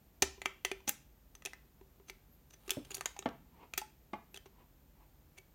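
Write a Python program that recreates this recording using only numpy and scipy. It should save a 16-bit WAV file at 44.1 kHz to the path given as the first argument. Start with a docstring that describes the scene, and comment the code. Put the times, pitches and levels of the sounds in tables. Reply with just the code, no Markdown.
"""A utility knife works through the bottom rim of an empty aluminium can, held over a wooden desk.
The blade sticks, then tears on in short runs of tiny fractures that ring the thin wall and the air
inside. The first cut jolts the can with a low thud. The hands bump the desk, the wall pops under the
fingers, and skin rubs on the paint. Two faint squeaks glide upward.
A small, quiet room answers, over low rumble, hum and hiss."""
import sys
import numpy as np
from scipy import signal
from scipy.fft import rfft, irfft
from scipy.io import wavfile

SR = 44100
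rng = np.random.default_rng(int(sys.argv[2]) if len(sys.argv) > 2 else 0)


def to_wav(s):
    """Save 16-bit WAV."""
    ch = np.atleast_2d(s).T  # columns
    pcm = np.round(np.clip(ch, -1, 1) * 32767)  # PCM
    wavfile.write(sys.argv[1], SR, pcm.astype(np.int16))


N = 244314
SPAN, LEAD = 2 ** 15, 2 ** 11  # samples in one event, and ahead of its peak
T = np.arange(SPAN) / SR
ALL_ROUND = .3  # share of the ring in the sound that spreads to all sides

# Centres in Hz of the bands that shape the blade's snaps.
CUT_BANDS_HZ = [900, 2500, 6200, 13000]
# The hand-damped aluminium wall. Each row: mode in Hz, dB over the bare click, t60 in seconds.
WALL_MODES = [(783, 7.5, 0.014), (1268, 4.5, 0.035), (1585, 3.5, 0.0443), (1796, 7, 0.079),
              (2050, 0, 0.027), (2360, 0, 0.022), (2570, 1, 0.017), (2795, 2.5, 0.016), (3157, 0, 0.042),
              (3407, 5, .035), (3870, 2, .03), (4520, 2.5, .02), (5740, 1.5, 0.026), (6100, 5, 0.031),
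              (6280, 10, 0.016), (6960, 9.5, 0.021), (8680, 5.5, 0.011), (9100, -9.5, 0.014),
              (12230, 10, .03)]
# The blade scores the metal. Each row: time of the hardest push in seconds, level in dB.
STROKES = [(2.74, -55.5), (2.959, -58), (3.091, -64)]
STROKE_SWELL_DB_S, STROKE_EASE_DB_S = 151, 187


def undb(db):
    """Decibels to gain."""
    return 10 ** (np.asarray(db) / 20)


def unit(x):
    """Scale to energy 1."""
    return x / np.sqrt(np.sum(x ** 2) + 1e-20)


def along(points, size):
    """Read (Hz, value) points at every bin of a spectrum."""
    hz, value = np.transpose(points)
    return np.interp(np.log(np.arange(size // 2 + 1) * SR / size + 1), np.log(hz), value)


def band_weights(centres):
    """Overlapping bands that add up to the whole spectrum of an event."""
    return np.array([along(list(zip(centres, row)), SPAN) for row in np.eye(len(centres))])


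def pass_filter(x, hz, kind, order=2):
    """High-pass or low-pass."""
    return signal.sosfilt(signal.butter(order, hz, kind, fs=SR, output="sos"), x)


def colour(x, points):
    """Shape x by (Hz, dB) points, rms 1."""
    return unit(irfft(rfft(x) * undb(along(points, N)), N)) * np.sqrt(N)


def voiced(x, centres, levels_db):
    """Bend the spectrum smoothly toward each band's level, as rms over 10 ms."""
    spectrum, bands = rfft(x), band_weights(centres)
    for _ in range(2):
        power = 2 * bands ** 2 @ np.abs(spectrum) ** 2 / (SPAN * SR * .01)
        boost_db = levels_db - 10 * np.log10(power)
        spectrum = spectrum * undb(along(list(zip(centres, boost_db)), SPAN))
    return irfft(spectrum, SPAN)


def fade(t60):
    """Exponential decay, 60 dB down after t60 seconds."""
    return np.exp(-np.log(1000) * T / max(t60, 1e-3))


def swell(pushes, rise_db_s, fall_db_s):
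    """Gain over time of (s, dB) pushes that each swell and ease at steady rates."""
    t = np.arange(N) / SR
    curves_db = [db - np.maximum(rise_db_s * (s - t), fall_db_s * (t - s)) for s, db in pushes]
    return undb(np.max(curves_db, axis=0))


def add(out, s, x):
    """Mix x in at s seconds."""
    i = int(s * SR)
    out[i:i + len(x)] += x[:len(out) - i]


def ring(hz, t60, attack_s):
    """One mode with a soft onset."""
    return np.sin(2 * np.pi * hz * T) * fade(t60) * (1 - fade(attack_s))


def body(modes, grip_db, detune):
    """Ring of struck modes; contact point and grip vary their strength and pitch at each blow."""
    out = np.zeros(SPAN)
    for (hz, db, t60), (grip, drift) in zip(modes, rng.standard_normal((len(modes), 2))):
        peak = undb(db + grip_db * grip) * 2 * np.log(1000) / (t60 * SR)
        out += peak * np.cos(2 * np.pi * hz * (1 + detune * drift) * T) * fade(t60)
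    return out


def resonate(x, response, share=1):
    """The bare excitation plus the ring it drives."""
    return x + share * signal.fftconvolve(x, response)[:len(x)]


def snap_run(rise_ms, fall_ms, grain_db, rattle_db, rattle_t60):
    """A run of tiny snaps that swells and dies; bending waves rattle on after it."""
    ms = (np.arange(SPAN) - LEAD) / SR * 1000
    run = np.exp(-np.abs(ms) / np.where(ms < 0, rise_ms, fall_ms))
    rattle = undb(rattle_db) * np.roll(fade(rattle_t60), LEAD) * (ms >= 0)
    sizes = np.repeat(undb(grain_db * rng.standard_normal(SPAN // 16)), 16)
    return rng.standard_normal(SPAN) * np.hypot(run * sizes, rattle)


def background():
    """A bed of faint hum, low room rumble and thin microphone hiss."""
    # Steady tones. Each row: pitch in Hz, rms level in dB.
    hum_tones = [(49.5, -76), (140, -78.5)]
    # Two noise colours. Each row: frequency in Hz, relative level in dB.
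    rumble_colour = [(13, -37.5), (22, -13.5), (33, -5.5), (54, 0), (113, -13.5), (135, -11), (279, -15.5),
                     (418, -21.5), (551, -23), (784, -25), (867, -24.5), (959, -28), (1300, -30.5),
                     (9000, -41), (11700, -62), (19800, -120)]
    hiss_colour = [(3000, -39), (6800, -10.5), (7200, -5.5), (7700, -27), (9300, -8.5), (10500, -15),
                   (11700, -6.5), (12350, 1), (13200, -3), (14500, 1.5), (15200, -4.5), (16500, -7)]
    t = np.arange(N) / SR
    hum = sum(undb(db) * np.sqrt(2) * np.sin(2 * np.pi * (hz * t + rng.random())) for hz, db in hum_tones)
    rumble = undb(-64.52) * colour(rng.standard_normal(N), rumble_colour)
    hiss = undb(-74.5) * colour(rng.standard_normal(N), hiss_colour)
    return rumble + hiss + hum


def desk_bumps():
    """The hands knock dully on the wooden top. Returns the direct sound and the room send."""
    # Each row: time in seconds, die-away in ms, relative level in dB, contact hardness from 0 to 1.
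    bumps = [(0.2211, 8.5, -47.5, 0.1), (.877, 4.5, -48.5, .05), (2.77, 3.3, -40.5, 0),
             (3.2586, 6.6, -36, 0.73), (4.133, 7.4, -44.5, 0.9)]
    # Band centres in Hz, then the dB in each band for a soft and for a hard contact.
    bands_hz = [120, 280, 700, 2200, 7000]
    soft_db = [-7, 0, -8.5, -28, -36]
    hard_db = [-11.5, -1.5, 4, -1.5, -20]
    # The desk top. Each row: mode in Hz, dB over the bare knock, t60 in seconds.
    desk_modes = [(133, 8, .12), (213, 13, 0.095), (276, 17, .06), (574, 18, 0.048), (666, 0.5, .02),
                  (848, 13, 0.096), (1120.4, 6, 0.076), (1785, 3.5, 0.044), (2120, 8.5, .03),
                  (3080, 3, 0.0072)]
    direct, send = np.zeros((2, N))
    for s, fall_ms, db, hardness in bumps:
        levels_db = db + (1 - hardness) * np.array(soft_db) + hardness * np.array(hard_db)
        force = snap_run(.5, fall_ms, grain_db=2, rattle_db=-15, rattle_t60=0.1)
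        force = pass_filter(pass_filter(force, 100, "high"), 3700, "low")
        wood = body(desk_modes, grip_db=7.5, detune=.004)
        for bus, share in (direct, 1), (send, ALL_ROUND):
            add(bus, s - LEAD / SR, voiced(resonate(force, wood, share), bands_hz, levels_db))
    return undb(2.52) * np.array([direct, send])


def blade_moves():
    """Slips, drags, gives and chips as (s, rise ms, fall ms, patch Hz, dB, dB per octave, cavity dB)."""
    # The blade slips with a snap. Each row: time in seconds, die-away in ms, pitch of the dented patch
    # in Hz, relative level in dB, brightness in dB per octave, relative air cavity level in dB.
    slips = [(0.2225, 1.9, 6010, -27.5, 0.5, -32.5), (0.2251, 6.8, 5960, -31.5, -3.5, -33.5),
             (0.418, 0.91, 2000, -47.5, -2.5, -53), (0.4539, 3, 990, -59, -4, -53),
             (0.458, 1.5, 2295, -36, -3, -38.5), (0.6494, 1.35, 1980, -34, 0, -39.5),
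             (0.7153, 2.8, 2410, -43, -2.5, -33.5), (0.805, 1.7, 1000, -68.5, -3.5, -82),
             (0.8779, 8.9, 5820, -39, -.5, -65), (0.887, 3.5, 6700, -46, 4.5, -84),
             (0.893, 3, 14400, -34, 2.5, -75), (1.3523, 1.4, 6000, -58, 0.5, -66),
             (1.4224, 1.2, 1980, -61.5, -2.5, -80), (1.4521, 0.97, 6000, -48.5, .8, -47),
             (1.4595, 2.6, 2530, -43, 1, -52), (1.4716, 1.9, 1990, -55.5, -4.5, -75),
             (1.534, 0.44, 1990, -53.5, -3, -72), (2.679, 4, 1160, -55, 1, -42.5),
             (2.6946, 0.9, 2600, -46.5, -0.5, -80), (2.7059, 1.56, 3070, -35.5, 4, -64),
             (2.716, 2, 3230, -47, 0, -41), (2.8492, 4.5, 3200, -61, 1, -62.5),
             (2.9064, 5.3, 6940, -50.5, .5, -52), (2.916, 3.7, 3250, -51.5, 1, -49.5),
             (2.9444, 2.6, 4250, -47, 3.5, -80), (2.9501, 1.8, 6800, -53, 8.5, -74),
             (2.9685, 2.7, 12560, -52, 0, -55.5), (2.981, 0.98, 6690, -57, -4, -50.5),
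             (3.0095, 0.68, 1198, -43, -.5, -65), (3.058, 1.8, 6720, -37, -1, -77),
             (3.1649, 3.8, 1018, -57.5, -3, -72.5), (3.1908, 1.6, 6570, -47, -0.6, -47),
             (3.2251, 0.86, 3700, -58.5, -5.5, -58), (3.289, 2, 1214, -56.5, -4, -53),
             (3.7373, 2.2, 2480, -46, -0.5, -67), (3.7777, 3.7, 14100, -34.5, 0.5, -41.5),
             (3.787, 10, 3730, -48.5, 2, -64), (3.8158, 0.94, 1000, -53.5, -0.5, -80),
             (4.344, 2.6, 2640, -54, 0, -55), (4.374, 1.9, 3110, -54, 0.5, -54),
             (4.4586, 6.7, 1080, -62, -2.5, -50.5)]
    # The blade drags, swelling until it catches.
    # Each row: time in seconds, build-up in ms, patch pitch in Hz, relative level in dB.
    drags = [(2.088, 5.2, 6240, -60), (2.1011, 2.9, 2205, -50), (2.509, 3, 6160, -65),
             (2.5424, 8.9, 6100, -60), (4.364, 5.5, 3470, -55), (5.3856, 6.4, 2260, -56)]
    # The wall gives softly, mostly moving the air inside. 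Each row: time in seconds, relative dB.
    gives = [(0.379, -51), (1.8119, -50.5), (1.9988, -54.5)]
    build_share = .16  # a snap's build-up over its die-away
    for s, fall_ms, *tone in slips:
        yield s, build_share * fall_ms, fall_ms, *tone
    for s, rise_ms, patch_hz, db in drags:
        yield s, rise_ms, 2, patch_hz, db, -0.2, db - 1.5
    for s, db in gives:
        yield s, .3, 1.4, 1000, db - 21.5, -5.5, db  # only a dull tick from the metal
    # small random chips snap off each stroke, louder where the push is harder
    push = swell(STROKES, STROKE_SWELL_DB_S, STROKE_EASE_DB_S)
    chips_per_stroke, reach_s, chip_ms, scatter_db = 3, 0.096, 1.8, 4.5
    for s, _ in STROKES:
        for offset, octaves, size in rng.uniform(-1, 1, (chips_per_stroke, 3)):
            at = s + reach_s * offset
            db = 20 * np.log10(push[int(at * SR)]) - 3 + scatter_db * size
            yield at, build_share * chip_ms, chip_ms, 3500 * 2 ** octaves, db, 0, db - 1


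def snap_levels(db, tilt_db, patch_hz):
    """Band levels of a snap: one shape, tilted by its brightness and lifted around its patch pitch."""
    # A snap of middle brightness: relative dB in each cut band.
    shape_db = [-6.5, -2.5, -2, -7.5]
    # Emphasis at the dented patch. Each row: level of the snap in dB, lift in dB.
    patch_lift = [(-72.5, 3.5), (-50.5, 6), (-42, 7.5), (-27.5, 5)]
    pivot_hz, width_octaves = 3500, .75
    hz = np.array(CUT_BANDS_HZ)
    nearness = np.exp(-(np.log2(hz / patch_hz) / width_octaves) ** 2)
    lift_db = np.interp(db, *np.transpose(patch_lift)) * nearness
    return db + np.array(shape_db) + tilt_db * np.log2(hz / pivot_hz) + lift_db


def knife():
    """Fractures ring the wall and puff the air in the can. Returns the direct sound and the room send."""
    cavity_hz, patch_cycles = 386, 42
    direct, send, air = np.zeros((3, N))
    for s, rise_ms, fall_ms, patch_hz, db, tilt_db, cavity_db in blade_moves():
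        levels_db = snap_levels(db, tilt_db, patch_hz)
        force = snap_run(rise_ms, fall_ms, grain_db=5, rattle_db=-17, rattle_t60=0.052)
        force = pass_filter(pass_filter(force, 270, "high"), 15000, "low")
        wall = body(WALL_MODES, grip_db=-1.5, detune=.003)
        # the dented patch under the blade rings briefly at its own pitch
        patch = body([(patch_hz, 13.5, patch_cycles / patch_hz)], grip_db=-4, detune=0)
        # summed over all directions, the resonances stand out less in the send
        for bus, wall_share, patch_share in (direct, 1, 1), (send, ALL_ROUND, .55):
            snap = resonate(resonate(force, wall, wall_share), patch, patch_share)
            add(bus, s - LEAD / SR, voiced(snap, CUT_BANDS_HZ, levels_db))
        # the air hums through the drinking hole
        hum_hz = cavity_hz * (1 + .012 * rng.standard_normal())
        add(air, s, undb(cavity_db) * ring(hum_hz, t60=0.12, attack_s=0.006))
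    return undb(-2.16) * np.array([direct, send]) + undb(0.5) * air


def jolt_and_pops():
    """A low thud as the first cut jolts the can, then short pops of the wall."""
    # The thud, then the pops. Each row: start in seconds, pitch in Hz, level in dB, t60 in seconds.
    cues = [(0.224, 72, -41, 0.23), (.8765, 822, -38, 0.08), (3.039, 1120, -60, 0.062),
            (3.1652, 805, -49.5, 0.12), (3.7320, 900, -52, 0.028), (3.8175, 855, -34.5, 0.05)]
    out = np.zeros(N)
    for s, hz, db, t60 in cues:
        add(out, s, undb(db) * ring(hz, t60, attack_s=0.0041))
    return out


def squeaks():
    """Faint, very high, unsteady tones that glide upward."""
    # Each row: start in seconds, level in dB.
    cues = [(2.308, -71.5), (4.30, -72)]
    start_hz, rise_hz_s, length_s, flutter_hz = 12400, 8000, .07, 260
    arch = np.sin(np.pi * np.minimum(T / length_s, 1))
    glide = np.sin(2 * np.pi * (start_hz + rise_hz_s * T / 2) * T)
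    out = np.zeros(N)
    for s, db in cues:
        flutter = unit(pass_filter(rng.standard_normal(SPAN), flutter_hz, "low")) * np.sqrt(2 * SPAN)
        add(out, s, undb(db) * arch * flutter * glide)
    return out


def scoring():
    """The blade tip creeps along its groove, and the fine grit rings the wall."""
    # Tone of the scrape. Each row: frequency in Hz, relative level in dB.
    scrape_colour = [(200, -35), (900, 3), (2000, -8.5), (4000, -3), (6000, -18), (9000, -6.5),
                     (16000, -11)]
    grit = rng.standard_normal(N) * undb(5.4 * rng.standard_normal(N))
    clumps = undb(2 * np.repeat(rng.standard_normal(N), 128)[:N])
    wall = body(WALL_MODES, grip_db=3, detune=0.005)
    scrape = colour(resonate(grit * clumps, wall, ALL_ROUND), scrape_colour)
    return scrape * swell(STROKES, STROKE_SWELL_DB_S, STROKE_EASE_DB_S)


def finger_rubs():
    """Skin slides over the paint as the can is turned."""
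    # Each row: time of the fastest slide in seconds, level in dB.
    rubs = [(3.57, -66.5), (3.635, -56.5), (4.61, -64), (5.03, -67)]
    # Tone of the friction. Each row: frequency in Hz, relative level in dB.
    rub_colour = [(100, -4), (400, -1.5), (720, -7), (930, 3.5), (1400, -16), (2500, -12.5), (5000, -29),
                  (16000, -60)]
    return colour(rng.standard_normal(N), rub_colour) * swell(rubs, rise_db_s=184, fall_db_s=303)


def room(direct, send, wet_db, build_s):
    """Diffuse echoes build up from desk and walls and fade sooner in the treble."""
    # The reverb tail. Each row: band centre in Hz, t60 in seconds, relative level in dB.
    decays = [(100, 0.87, -1.5), (400, 0.22, 4), (1897, 0.34, 3), (3237, 0.38, -1), (6500, 0.32, -1.5),
              (10000, .26, 0), (14690, 0.13, 5.5)]
    spectrum = rfft(rng.standard_normal(SPAN))
    bands = irfft(spectrum * band_weights([hz for hz, _, _ in decays]), SPAN)
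    tail = sum(undb(db) * band * fade(t60) for band, (_, t60, db) in zip(bands, decays))
    response = unit(tail * (1 - fade(build_s)))
    return direct + undb(wet_db) * signal.fftconvolve(send, response)[:N]


def scene():
    """Can and desk in the room, over the quiet bed, in mono."""
    direct, send = knife() + scoring() + jolt_and_pops() + finger_rubs() + squeaks()
    can = room(direct, send, wet_db=-15, build_s=0.039)
    desk = room(*desk_bumps(), wet_db=-10.5, build_s=0.021)
    return (can + desk + background())[None]


def record(dry):
    """Steep filters trim the deepest bass and the very top."""
    bottom_hz, top_hz = 31.85, 16000
    top_cut = signal.ellip(10, .2, 70, top_hz, fs=SR, output="sos")
    return signal.sosfilt(top_cut, pass_filter(dry, bottom_hz, "high", order=6))


dry = scene()
out = record(dry)
to_wav(out)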